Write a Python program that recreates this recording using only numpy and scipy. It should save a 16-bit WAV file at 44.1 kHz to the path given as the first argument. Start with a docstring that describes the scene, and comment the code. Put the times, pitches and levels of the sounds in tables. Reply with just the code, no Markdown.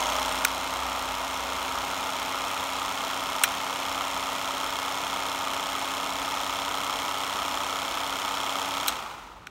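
"""Outdoors, a 16 mm film projector runs on a table, heard up close at first, then from arm's length.
The claw that pulls the film clatters about 32 times a second over gear whine, motor hum and the
rush of the cooling fan. A toggle switch snaps on and off; then a rotary switch cuts the motor
and the machine coasts down. A low drone and faint open-air noise lie behind it."""
import sys
import numpy as np
from scipy import signal
from scipy.fft import rfft, irfft, next_fast_len
from scipy.io import wavfile
from scipy.ndimage import uniform_filter1d

SR = 44100
rng = np.random.default_rng(int(sys.argv[2]) if len(sys.argv) > 2 else 0)


def log_audio(samples):
    """Write samples as a 16-bit WAV file to the path given in sys.argv[1]."""
    # one column per channel
    frames = np.atleast_2d(samples).T
    # limit to full scale, then quantise
    limited = np.clip(frames, -1, 1)
    pcm = np.round(limited * 32767).astype(np.int16)
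    wavfile.write(sys.argv[1], SR, pcm)


N = 418931
TIME_S = np.arange(N) / SR


def undb(db):
    """Turn decibels into a number to multiply by."""
    return 10 ** (np.asarray(db) / 20)


def unit(x):
    """Scale a signal so its average strength (rms) is 1."""
    return x / np.sqrt(np.mean(x ** 2))


def curve(rows):
    """Join (time_s, value) points with straight lines."""
    return np.interp(TIME_S, *np.transpose(rows))


def wander(rate_hz):
    """A smooth random drift, about 1 in size."""
    hold = int(SR / rate_hz)
    steps = np.repeat(rng.standard_normal(N // hold + 1), hold)
    return unit(uniform_filter1d(uniform_filter1d(steps, hold), hold)[:N])


def noise(points):
    """Noise whose lows and highs follow (pitch_hz, relative_db) points."""
    hz, db = np.transpose(points)
    size = next_fast_len(N)
    freqs = np.maximum(np.fft.rfftfreq(size, 1 / SR), 1)
    gain = undb(np.interp(np.log(freqs), np.log(hz), db))
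    bass_cut = np.minimum(freqs / hz[0], 1) ** 2
    return unit(irfft(rfft(rng.standard_normal(size)) * gain * bass_cut)[:N])


def resonate(x, hz, width_hz):
    """Make a sound ring at one pitch; a narrower width rings longer."""
    return signal.lfilter(*signal.iirpeak(hz, hz / width_hz, fs=SR), x + 1e-18)


def ring(x, modes):
    """Make a sound ring at several pitches; neighbours swing in opposite directions."""
    return sum((-1) ** k * undb(db) * resonate(x, hz, width) for k, (hz, width, db) in enumerate(modes))


def die_away(decay_s, size=4096):
    """The fading outline of the rattle after a hit, with energy 1."""
    fade = np.exp(-np.arange(size) / SR / decay_s)
    return fade / np.sqrt(np.sum(fade ** 2))


def rebounds(decay_s, size=4096):
    """The tiny bounces after one hit, with energy 1."""
    fade = die_away(decay_s, size)
    rattle = rng.standard_normal(size)
    for _ in range(3):
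        spectrum = rfft(rattle * fade ** .5)
        rattle = irfft(spectrum / np.abs(spectrum))  # make all pitches equally strong
    rattle = rattle * fade ** .1
    return rattle / np.sqrt(np.sum(rattle ** 2))


def strokes(turn, contacts, scatter_db, loose_db, slop_s):
    """Each contact rattles the same way once a turn, with a little loose chatter on top."""
    knocks, power = np.zeros(N), np.zeros(N)
    for share, db, decay_s in contacts:
        at = np.flatnonzero(np.diff(np.floor(turn - share)) > 0)
        late, harder = rng.standard_normal((len(at), 2)).T
        at = np.clip(at + np.round(slop_s * SR * late).astype(int), 0, N - 1)
        hits = np.zeros(N)
        hits[at] = undb(db + scatter_db * harder)
        knocks += signal.oaconvolve(hits, rebounds(decay_s))[:N]
        power += signal.oaconvolve(hits ** 2, die_away(decay_s) ** 2)[:N]
    return knocks + undb(loose_db) * np.sqrt(np.abs(power)) * rng.standard_normal(N)


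def tones(turn, rows, waver_db, waver_hz):
    """Tones that follow a turning shaft, each wavering in strength."""
    return sum(undb(db + waver_db * wander(waver_hz)) * np.sin(2 * np.pi * (cycles * turn + rng.random()))
               for cycles, db in rows)


# The noise of the open air: pitch_hz, relative_db
OPEN_AIR = [(25, -21), (45, 7.5), (80, 0.5), (160, -0.5), (500, -6.5), (1200, -8.5), (4000, -21),
            (15000, -77)]
def background():
    """Faint open-air noise and a wavering low drone that sags, then drops away early on."""
    pitch_hz = 58 + 3.54 * wander(14)
    drone = undb(2 * wander(6.4)) * np.sin(2 * np.pi * np.cumsum(pitch_hz) / SR)
    dropped = np.clip((TIME_S - 1.86) / .15, 0, 1)
    drone_db = (1 - dropped) * (-46.5 - 3.5 * TIME_S) - 62 * dropped
    return undb(drone_db) * unit(drone) + undb(-53) * noise(OPEN_AIR)


CUT_S, COAST_S = 8.888, .9
def coast():
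    """Share of full speed: 1 until the motor is cut, then friction slows it."""
    return np.exp(-np.maximum(TIME_S - CUT_S, 0) / COAST_S)


# The powered drive speeds up a little as it warms: time_s, frames_per_s
RUNNING_SPEED = [(0, 31.292), (3, 31.771), (3.8, 32.045), (5.9, 32.202), (6.8, 32.462), (8.88, 32.659)]
def shaft_turns():
    """How many turns the shutter shaft has made, one for each film frame."""
    return .17 + np.cumsum(curve(RUNNING_SPEED) * coast()) / SR


def extra_speed():
    """Frames a second gained by warming up."""
    return curve(RUNNING_SPEED) - RUNNING_SPEED[0][1]


# The listener starts near the housing and draws back: time_s, closeness (1 nearest, 0 arm's length)
CLOSENESS = [(0, 0.88), (.2, 0.7), (.42, 0.31), (.52, -0.16), (1.3, -0.38), (2.4, -0.17)]
def loudness(db, close_db, speed_power):
    """A moving part is louder up close and fades as the machine coasts down."""
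    return undb(db + close_db * curve(CLOSENESS)) * coast() ** speed_power


# Air rushing through the fan and grille: pitch_hz, relative_db
FAN_AIR = [(40, -29), (90, -18.5), (140, -23.5), (250, -12.5), (420, -11), (650, -6), (900, 2.5),
           (1120, -3), (1400, -3), (1620, -12), (2400, -8), (3700, -13), (4700, -18), (6600, -19.5),
           (10600, -29.5), (15500, -30)]
def fan(turn):
    """Air, lightly chopped by the shutter, dulls as it slows; up close the hollow lamp house rings."""
    close = curve(CLOSENESS)
    chop = 1 + .13 * np.cos(2 * np.pi * (turn - .15))
    hollow = unit(resonate(resonate(rng.standard_normal(N), 904, 230), 904, 230))
    air = noise(FAN_AIR)
    hiss = signal.sosfiltfilt(signal.butter(2, 1700, "high", fs=SR, output="sos"), air)
    air = air - (1 - coast() ** .66) * hiss
    rush = undb(-.3 - .35 * close) * air + undb(-20.5 + 19.6 * close) * hollow
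    return undb(-.72 + .2 * wander(11)) * chop * rush


# The whine of the gears: cycles_per_frame, relative_db
GEAR_TONES = [(5, -13), (6, -8.5), (9, -9.5), (11, -16), (13, -13), (15, -9), (16, -9.5), (17, -7.5),
              (18, 0.5), (20, 0), (21, 3), (24, -35), (30, 2.5), (31, 0.5), (34, 3), (37, 6), (39, 4),
              (40, 6), (44, -9), (53, -4.5), (60, -6)]
# The motor's hum and the whine of its sliding contacts: cycles_per_motor_turn, relative_db
MOTOR_TONES = [(1, -6), (2, -20.5), (3, 4.5), (9, -26), (24, 1)]
MOTOR_TURNS_PER_FRAME = 2.8185
def gears_and_motor(turn):
    """Gears whine and the motor hums; the note of the fan blades is heard only near the grille."""
    close = np.maximum(curve(CLOSENESS), 0)
    gears = unit(tones(turn + .0005 * wander(25), GEAR_TONES, waver_db=1.04, waver_hz=9))
    motor_turn = MOTOR_TURNS_PER_FRAME * turn + .011 * wander(6)
    motor = unit(tones(motor_turn, MOTOR_TONES, waver_db=.2, waver_hz=7))
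    blades = np.sin(2 * np.pi * 7 * motor_turn)
    whine = undb(-6.5) * gears + undb(-15 - .5 * close) * motor + undb(-8) * np.sqrt(close) * blades
    return coast() ** 6 * whine


# The film guide's hiss changes pitch with the listening angle: time_s, pitch_hz
GUIDE_PITCH = [(.13, 6380), (.17, 5500), (.26, 5500), (.3, 8700)]
def film_guide(turn):
    """A thin scraping hiss that swells each time the claw slides back."""
    band = unit(signal.sosfilt(signal.butter(2, 400, fs=SR, output="sos"), rng.standard_normal(N)))
    hiss = band * np.sin(2 * np.pi * np.cumsum(curve(GUIDE_PITCH)) / SR)
    swell = np.exp(1.8 * np.cos(2 * np.pi * (turn - .35)))
    return unit(swell * hiss)


# The claw's knocks as it pulls down and goes back also thump the cast body: share_of_turn, relative_db, decay_s
BODY_THUMPS = [(.985, -1, 0.000096), (.34, -4.5, 0.00022), (.68, -9, 0.00024)]
# Two close ringing notes of the cast metal body: pitch_hz, width_hz, relative_db
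BODY_NOTES = [(1216, 151, 2.5), (1313, 193, 0)]
def body_thumps(turn):
    """The claw's knocks thump the body, whose two notes beat, so each thump swells before it dies."""
    thumps = strokes(turn, BODY_THUMPS, scatter_db=1.2, loose_db=-8, slop_s=.00006)
    return undb(-7.5 + .5 * extra_speed()) * unit(ring(thumps, BODY_NOTES))


# The ringing of the switch panel: pitch_hz, width_hz, relative_db
PANEL_NOTES = [(1450, 150, 5.5), (2350, 430, 2), (3100, 1000, -1.5), (4030, 270, 0.5), (5700, 370, -4.5),
               (6540, 190, -2.5), (8020, 610, -5), (9600, 640, -1), (9800, 1100, -3.5), (12000, 830, -5),
               (15100, 1200, -4)]
def panel_click(start_s, db, decay_s, hz, width_hz, size=4096):
    """A spring chatters and rings the panel; db is the level if the click were spread over 10 ms."""
    out = np.zeros(N + size)
    click = ring(resonate(rebounds(decay_s), hz, width_hz), PANEL_NOTES)
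    at = int(start_s * SR)
    out[at:at + size] = undb(db) * click / np.sqrt(np.sum(click ** 2) / (SR / 100))
    return out[:N]


# Snaps of the switches and clacks of the mechanism:
# start_s, tick_lead_s, tick_db, tick_hz, crack_db, knock_db, knock_hz, knock_width_hz, decay_s
SWITCH_SNAPS = [(0.4488, 0.00072, -31, 6240, -19.5, -19.5, 1590, 1390, 0.0023),
                (3.4374, 0.0014, -20.5, 9100, -19, -17.5, 1700, 1800, 0.0053),
                (5.5356, 0.0011, -52, 6140, -44, -41, 3520, 4000, .001),
                (8.881, .004, -34, 14900, -22.5, -24, 3830, 550, 0.0053),
                (9.11, .02, -52, 3000, -63, -41, 2000, 3000, 0.016),
                (9.4705, .0015, -48, 5000, -72, -37.5, 1500, 1800, 0.002)]
def switches():
    """In each snap a tick comes first, the spring cracks brightly, and the lever knocks home."""
    out = np.zeros(N)
    for start_s, lead_s, tick_db, tick_hz, crack_db, knock_db, knock_hz, width, decay_s in SWITCH_SNAPS:
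        out += panel_click(start_s - lead_s, tick_db, decay_s=.00066, hz=tick_hz, width_hz=1700)
        out += panel_click(start_s, crack_db, decay_s, hz=7540, width_hz=9300)
        out += panel_click(start_s + .0003, knock_db, decay_s, knock_hz, width)
    return out


# The claw's hits as it pulls the film down, and as it goes back: share_of_turn, relative_db, decay_s
PULL_HITS = [(0.98, -5, 0.00071), (0.0299, -19.5, 0.0023), (.09, -18.5, 0.0011)]
RETURN_HITS = [(.285, -2.5, 0.0016), (.32, -3, 0.0011), (.35, -4.5, 0.0034), (.46, -15, 0.0022),
               (.655, -4, 0.002), (.755, -15.5, 0.0017)]
# The ringing of the housing and the gate that holds the film: pitch_hz, width_hz, pull_db, return_db
GATE_NOTES = [(2150, 110, -3, -0.5), (2750, 330, -4, -3), (3248, 335, 10.5, 0), (3634, 230, -1, -1),
              (4027, 225, -13, -1), (5397, 143, 1, 1.5), (6370, 880, -7, -6), (7275, 315, -1, -5.5),
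              (8210, 430, -11, -9), (9800, 630, -11, -10.5), (11640, 720, -22, -13),
              (13400, 610, -12.5, -12.5), (15600, 470, -12.5, -24)]
def claw(turn):
    """The claw snaps down sharply, then scrapes back a third of a turn later; both ring the gate."""
    pull = strokes(turn, PULL_HITS, scatter_db=.6, loose_db=-18, slop_s=.00002)
    back = strokes(turn, RETURN_HITS, scatter_db=.8, loose_db=-5, slop_s=.00006)
    pull = ring(pull, [(hz, width, db) for hz, width, db, _ in GATE_NOTES])
    back = ring(back, [(hz, width, db) for hz, width, _, db in GATE_NOTES])
    bite_db = -5.2 + 3.8 * extra_speed() + 3.5 * curve(CLOSENESS)  # harder when faster or nearer
    return undb(bite_db) * unit(pull) + undb(-3) * unit(back)


def scene():
    """One turning shaft keeps the moving parts in step; the switches and background are added on."""
    turn = shaft_turns()
    whir = loudness(-31, close_db=2.3, speed_power=3.45) * (fan(turn) + gears_and_motor(turn) + body_thumps(turn))
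    clatter = loudness(-37.5, close_db=3.3, speed_power=8.6) * claw(turn)
    hiss = loudness(-60.5, close_db=21, speed_power=6) * film_guide(turn)
    return (whir + clatter + hiss + switches() + background())[None]


def record(dry):
    """A phone microphone thins the deep bass, rounds the loudest peaks and cuts the highest treble."""
    thinned = signal.sosfilt(signal.butter(4, 36, "high", fs=SR, output="sos"), dry)
    rounded = .75 * np.tanh(thinned / .75)
    return signal.sosfilt(signal.ellip(10, .2, 70, 15750, fs=SR, output="sos"), rounded)


dry = scene()
out = record(dry)
log_audio(out)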